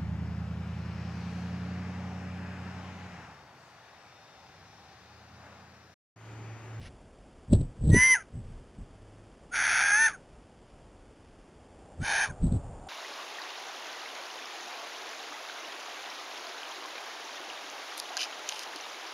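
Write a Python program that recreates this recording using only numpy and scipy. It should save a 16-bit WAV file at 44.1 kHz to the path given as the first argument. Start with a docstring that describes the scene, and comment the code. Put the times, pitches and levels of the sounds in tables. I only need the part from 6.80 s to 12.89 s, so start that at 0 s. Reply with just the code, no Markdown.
"""Leaves rustle on a balcony, then gusts thump on a small camera's microphone as eddies pass its port.
A currawong calls, its syrinx membranes sounding through throat and beak: first a clear arched squeal,
then a long rasp that locks into a tone. A short rasp comes last, as wind rises in the trees and the
gusts return. Each harsh call ends in a faint falling squeak. Throughout, the camera holds each of
its slow samples, which mirrors the calls into a metallic treble."""
import sys
import numpy as np
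from scipy import signal
from scipy.fft import rfft, irfft, next_fast_len
from scipy.io import wavfile
from scipy.ndimage import uniform_filter1d, map_coordinates

SR = 44100
rng = np.random.default_rng(int(sys.argv[2]) if len(sys.argv) > 2 else 0)


def materialize(psi):
    """Save the field psi as 16-bit PCM at rate SR to the path in sys.argv[1].

    A 1-D psi becomes a single channel; in a 2-D psi each row is a channel.
    """
    bounded = np.clip(np.atleast_2d(psi).T, -1, 1)
    quanta = np.round(bounded * 32767).astype(np.int16)
    wavfile.write(sys.argv[1], SR, quanta)


N = 268436
TIME = np.arange(N) / SR

# the calls: start_s, length_s, attack_s, final_db, crescendo_db_per_s, scoop_hz, pitch_hz,
# crest_hz, crest_after_s, crest_width_s, hiss_db
CALLS = [(1.102, .238, 0.027, -19, -4, 0, 928.4, 1041, .168, .115, 11),
         (2.706, .562, 0.015, -21, 12, 160, 804.4, 901.4, .527, .08, 14),
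         (5.193, 0.25, 0.027, -25.5, 9.5, 230, 791.7, 809.8, .18, .07, 11)]
# membrane harmonics at full effort, from the fundamental up: level_db
HARMONICS_DB = [-3.5, 3, -5.5, -8.5, -17]
# resonances of throat and beak, one curve a call: frequency_hz, relative_db
THROATS = [
    [(400, -39.5), (750, -16.5), (1000, -10.5), (1150, -32), (1450, -4.5), (1800, -2.5), (2050, 3),
     (2250, -3), (2700, -10.5), (3100, -11.5), (4000, -41.5)],
    [(500, -29.5), (720, -16.5), (880, -11), (1100, -20), (1400, -1), (1680, -1.5), (1900, -2.5),
     (2400, -4), (2600, -9), (2800, -18), (3550, -12), (4000, -23.5)],
    [(500, -17), (700, -6.5), (880, -1), (1050, -7.5), (1280, -13.5), (1600, 2.5), (1850, 0), (2070, -8),
     (2400, 2), (2780, -15), (3080, -3), (3330, -17), (3600, -2), (4000, -13.5)],
]
# the rasp locks into a tone: start_s, end_s, clearness (0-1)
CLEAR_SPANS = [(1.073, 1.347, 0.92), (1.358, 1.422, 0.84), (3.018, 3.124, 0.46), (3.12, 3.278, 0.85)]
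# the membranes lock into a slower beat: start_s, end_s, cycles_per_beat, depth (0-1), swing_rad
SUBHARMONICS = [(1.165, 1.272, 4, .36, .19), (3.115, 3.168, 2, .42, 0), (3.16, 3.275, 3, .42, .16)]
# squeaks as the beak closes: start_s, length_s, from_hz, to_hz, level_db
SQUEAKS = [(1.394, .042, 850, 730, -47), (3.318, .052, 920, 630, -43), (5.49, .032, 880, 680, -43.5)]
# gusts at the microphone port: arrival_s, hold_s, level_db, decay_db_per_s
GUSTS = [(0.0, 0.0098, -41, 116), (0.728, 0.019, -16.5, 280), (0.797, 0.022, -28, 212),
         (1.013, 0.012, -32, 196), (1.044, 0.036, -25.5, 201.5), (1.1, 0.069, -19.5, 430),
         (1.55, 0.036, -35, 247), (1.647, .14, -42.5, 348.5), (1.99, .035, -39, 449),
         (5.21, 0.012, -28.5, 600), (5.501, 0.011, -36, 398), (5.629, 0.052, -22.5, 510),
         (5.732, .035, -23, 520), (5.842, 0.034, -40, 65)]
# hard eddies that hit the port: centre_s, level_db, frequency_hz, relative_puff_db
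EDDIES = [(0.7338, -4.5, 220, -6.5), (.752, -12.5, 98, -14), (0.813, -19, 140, -10),
          (1.078, -13, 133, -16.5), (1.104, -7.5, 115, -16), (1.136, -6.5, 108, -16), (1.145, -16, 404, -2),
          (1.166, -13.5, 217, -6.5), (5.204, -25.5, 91, -20), (5.643, -16, 179, -23),
          (5.724, -16.5, 172, -17)]
# noise spectra of gust rumble, gust flutter, outdoor air and trees: frequency_hz, relative_density_db
RUMBLE_SPECTRUM = [(15, -27.5), (28, 7), (50, 1), (85, 4), (130, 0), (200, -9), (260, -11), (340, -27),
                   (550, -28.5), (900, -41), (1500, -100)]
FLUTTER_SPECTRUM = [(100, -8), (250, 12), (420, -1.5), (650, -13.5), (1000, -30), (2000, -41.5),
                    (4000, -24.5)]
AIR_SPECTRUM = [(15, -21), (30, -1), (85, -5.5), (120, -9), (250, -10), (400, -12.5), (750, -22),
                (1500, -25.5), (2200, -29), (3200, -28.5), (3700, -32.5), (4200, -42), (6000, -94.5)]
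TREE_SPECTRUM = [(150, -23), (300, -12), (520, -3), (790, -5), (1050, -13.5), (1400, -18.5), (3800, -51)]
# faint far tones: start_s, length_s, pitch_hz, level_db
FAR_TONES = [(2.02, 0.496, 103.2, -55.5), (6.068, 0.011, 774, -43)]
# leaves in the planter: start_s, length_s, level_db
RUSTLES = [(0.0, 0.05, -47.5), (0.037, 0.058, -45)]
# reverberation time of the balcony: frequency_hz, t60_s
BALCONY_DECAY = [(200, .25), (1500, 0.15), (4000, 0.13)]

ONSET_DB, RELEASE_DB_PER_S = 48, 492  # a call climbs out of this depth and dies at this rate
SCOOP_S, SAG_S, SAG_SHARE = .025, .03, .41  # pitch slides up, then sinks when the pressure ends
RASP, RASP_BUILD_S, RASP_FADE_S = .95, 0.034, .06  # roughness (0-1) of the free membranes
LOCK_S, CLEAR_HISS_DB = 0.0043, -12.5  # time to lock or break loose; a clear tone wastes less air
HISS_PEAK_SHARE, HISS_ARCH_DB = 0.35, 17  # the hiss thins to either side of this point in a call
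PUSH_POWER = 1.1  # how fast the upper harmonics grow with effort
GUST_RISE_DB_PER_S, EDDY_HALF_S = 598, 0.0045
AIR_DB, CALM_DB, BREEZE_DB = -55, -63, -50
BREEZE_S, BREEZE_RISE_S = 5.13, 0.42
HOLD_HZ, TOP_HZ = 8000, 11050


def currawong():
    """Source and filter: the syrinx excites throat and beak resonances that differ for each call."""
    efforts = [effort(*call[:5]) for call in CALLS]
    source, voice = syrinx(efforts), np.zeros(N)
    for gain, throat in zip(efforts, THROATS):
        resonant = filtered(source, lambda hz: amp(along(throat, hz)))
        voice += gain * steady(resonant, size=700)
    return voice


def syrinx(efforts):
    """Membrane oscillation: irregular motion smears harmonics into bands; air hisses once a cycle."""
    pitch, rough, hiss_db = gesture()
    phase = 2 * np.pi * np.cumsum(pitch * (1 + 0.0367 * rough * wobble(1100))) / SR
    # a slow beat in strength and timing puts side tones around each harmonic
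    strength, swing = np.ones(N), np.zeros(N)
    for start, end, cycles, depth, swing_rad in SUBHARMONICS:
        hold, beat = np.sqrt(arch(start, end - start)), phase / cycles
        strength *= 1 - depth * hold * np.cos(beat)
        swing += swing_rad * hold * np.sin(beat)
    push = sum(gain / gain.max() for gain in efforts) ** PUSH_POWER
    source = amp(hiss_db) * (1 + np.cos(phase)) * rng.standard_normal(N)
    for k, db in enumerate(HARMONICS_DB, 1):
        scatter = (wobble(400) + 1j * wobble(400)) / np.sqrt(2)
        modulation = np.sqrt(1 - rough ** 2) + rough * scatter
        partial = np.real(modulation * np.exp(1j * k * (phase + swing)))
        source += amp(db) * push ** max(k - 2, 0) * partial
    return strength * source


def gesture():
    """Frequency modulation and locking: pitch arches and sags; the membranes rasp unless they lock."""
    pitch, rasp, hiss_db = np.zeros((3, N))
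    for start, length, _, _, _, scoop_hz, base_hz, crest_hz, crest_s, width, air_db in CALLS:
        age, after = np.maximum(TIME - start, 0), np.maximum(TIME - start - length, 0)
        pushed = age - after
        now = TIME > start - 0.5
        scoop = scoop_hz * np.exp(-age / SCOOP_S)
        crest = (crest_hz - base_hz) * np.exp(-((pushed - crest_s) / width) ** 2)
        sag = 1 + SAG_SHARE * np.expm1(-after / SAG_S)
        pitch[now] = ((base_hz - scoop + crest) * sag)[now]
        build = 1 - np.exp(-(age / RASP_BUILD_S) ** 2)
        rasp[now] = (RASP * build * np.exp(-(after / RASP_FADE_S) ** 2))[now]
        hiss_db[now] = (air_db - HISS_ARCH_DB * (pushed / length - HISS_PEAK_SHARE) ** 2)[now]
    locked = sum(clear * (step(start, LOCK_S) - step(end, LOCK_S)) for start, end, clear in CLEAR_SPANS)
    rough = np.clip(rasp * (1 - locked), 0, 1)
    return pitch, rough, hiss_db + CLEAR_HISS_DB * (1 - rough / RASP)


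def effort(start, length, attack, final_db, crescendo):
    """Amplitude envelope of a call: a quick attack, a slow swell or fade, an exponential release."""
    age = TIME - start
    onset_db = ONSET_DB * np.exp(np.minimum(-age / attack, 2))
    swell_db = crescendo * np.clip(length - age, 0, length)
    release_db = RELEASE_DB_PER_S * np.maximum(age - length, 0)
    return amp(final_db - onset_db - swell_db - release_db)


def squeaks():
    """Pitch falls with tension: the slackening membrane glides down, strongest in its second harmonic."""
    out = np.zeros(N)
    for start, length, from_hz, to_hz, db in SQUEAKS:
        pitch = np.interp(TIME, [start, start + length], [from_hz, to_hz]) * (1 + 0.0191 * wobble(800))
        phase = 2 * np.pi * np.cumsum(pitch) / SR
        tone = .15 * np.sin(phase) + 1.4 * np.sin(2 * phase) + .2 * np.sin(3 * phase)
        out += amp(db) * arch(start, length) ** 2 * tone
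    return out


def balcony(x):
    """Reverberation: reflections from the brick wall and roof form a short, exponentially dying tail."""
    hz, t, spectrum = signal.stft(rng.standard_normal(SR // 2), SR, nperseg=256)
    decay = amp(-60 * t / along(BALCONY_DECAY, hz)[:, None])
    tail = signal.istft(spectrum * decay, SR, nperseg=256)[1]
    response = np.pad(tail / np.linalg.norm(tail), (220, 0))  # arrives 5 ms late
    return signal.fftconvolve(x, response)[:N]


def gusts():
    """Turbulent pressure at the microphone port: flutter grows faster with force than rumble does."""
    force = sum(gust(*row) for row in GUSTS)
    rumble = amp(-2.0) * force * steady(noise(RUMBLE_SPECTRUM), size=900)
    flutter = amp(-4.5) * force ** 1.537 * steady(noise(FLUTTER_SPECTRUM), size=600)
    puff = steady(noise(FLUTTER_SPECTRUM), size=400)
    out = rumble + flutter
    # a hard eddy sweeps the small ones aside: a push and pull of pressure with a short puff
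    for centre, db, hz, puff_db in EDDIES:
        age = TIME - centre
        passing = np.exp(-(age / EDDY_HALF_S) ** 2)
        thump = np.sin(2 * np.pi * hz * age) + amp(puff_db) * puff
        out = out * (1 - passing) + amp(db) * passing * thump
    return out


def gust(arrival, hold, db, decay):
    """Amplitude envelope of a gust: exponential growth, a plateau, exponential decay."""
    before, after = np.maximum(arrival - TIME, 0), np.maximum(TIME - arrival - hold, 0)
    return amp(db - GUST_RISE_DB_PER_S * before - decay * after)


def garden():
    """Ambient noise: steady air, wind rising in the trees, faint tones and a rustle in the planter."""
    air = amp(AIR_DB + 0.48 * wobble(6.3)) * noise(AIR_SPECTRUM)
    wind_db = CALM_DB + (BREEZE_DB - CALM_DB) * step(BREEZE_S, BREEZE_RISE_S)
    trees = amp(wind_db + wobble(3)) * noise(TREE_SPECTRUM)
    tones = sum(amp(db) * np.sqrt(2 * arch(start, length)) * np.sin(2 * np.pi * hz * TIME)
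                for start, length, hz, db in FAR_TONES)
    stirring = sum(amp(db) * arch(start, length) for start, length, db in RUSTLES)
    rustle = stirring * noise([(800, -12), (2000, 1.5), (4000, -2.0)])
    return air + trees + tones + rustle


def amp(db):
    """Decibels to amplitude ratio."""
    return 10 ** (np.asarray(db) / 20)


def along(points, hz):
    """Interpolation of (frequency_hz, value) points on a logarithmic frequency axis."""
    frequencies, values = np.transpose(points)
    return np.interp(np.log(hz + 1), np.log(frequencies + 1), values)


def arch(start, length):
    """A half-sine window."""
    return np.abs(np.sin(np.pi * np.clip((TIME - start) / length, 0, 1)))


def step(centre, width):
    """A smooth rise from 0 to 1."""
    return (1 + np.tanh((TIME - centre) / width)) / 2


def wobble(rate):
    """A smooth random curve, rate knots a second."""
    return map_coordinates(rng.standard_normal(int(N * rate / SR) + 4), [TIME * rate])


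def filtered(x, response):
    """Linear filtering: the spectrum of x times a frequency response."""
    size = next_fast_len(N + SR // 2)
    return irfft(rfft(x, size) * response(np.fft.rfftfreq(size, 1 / SR)), size)[:N]


def noise(spectrum):
    """Coloured noise of rms 1."""
    x = filtered(rng.standard_normal(N), lambda hz: amp(along(spectrum, hz)))
    return x / np.sqrt(np.mean(x ** 2) + 1e-20)


def steady(x, size):
    """Running normalisation to rms 1 over size samples."""
    return x / np.sqrt(np.abs(uniform_filter1d(x ** 2, size)) + 1e-12)


def scene():
    """Superposition: bird, reflections, gusts and garden add at one microphone, alike in both ears."""
    bird = currawong() + squeaks()
    mono = bird + amp(-13.5) * balcony(bird) + gusts() + garden()
    return np.array([mono, mono])


def record(dry):
    """Zero-order hold: each slow sample is a step, so the band is imaged either side of the hold rate."""
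    narrow = filtered(dry.mean(axis=0), lambda hz: 1 / np.sqrt(1 + (2 * hz / HOLD_HZ) ** 60))
    mirrored = narrow * (1 + 2 * np.cos(2 * np.pi * HOLD_HZ * TIME))
    held = filtered(mirrored, lambda hz: np.sinc(hz / HOLD_HZ))
    # uneven sample timing adds grit wherever the wave is steep
    grit = amp(-12.5) * np.gradient(held) * rng.standard_normal(N)
    out = filtered(held + grit, lambda hz: 1 / np.sqrt(1 + (hz / TOP_HZ) ** 400))
    return np.array([out, out])


dry = scene()
out = record(dry)
materialize(out)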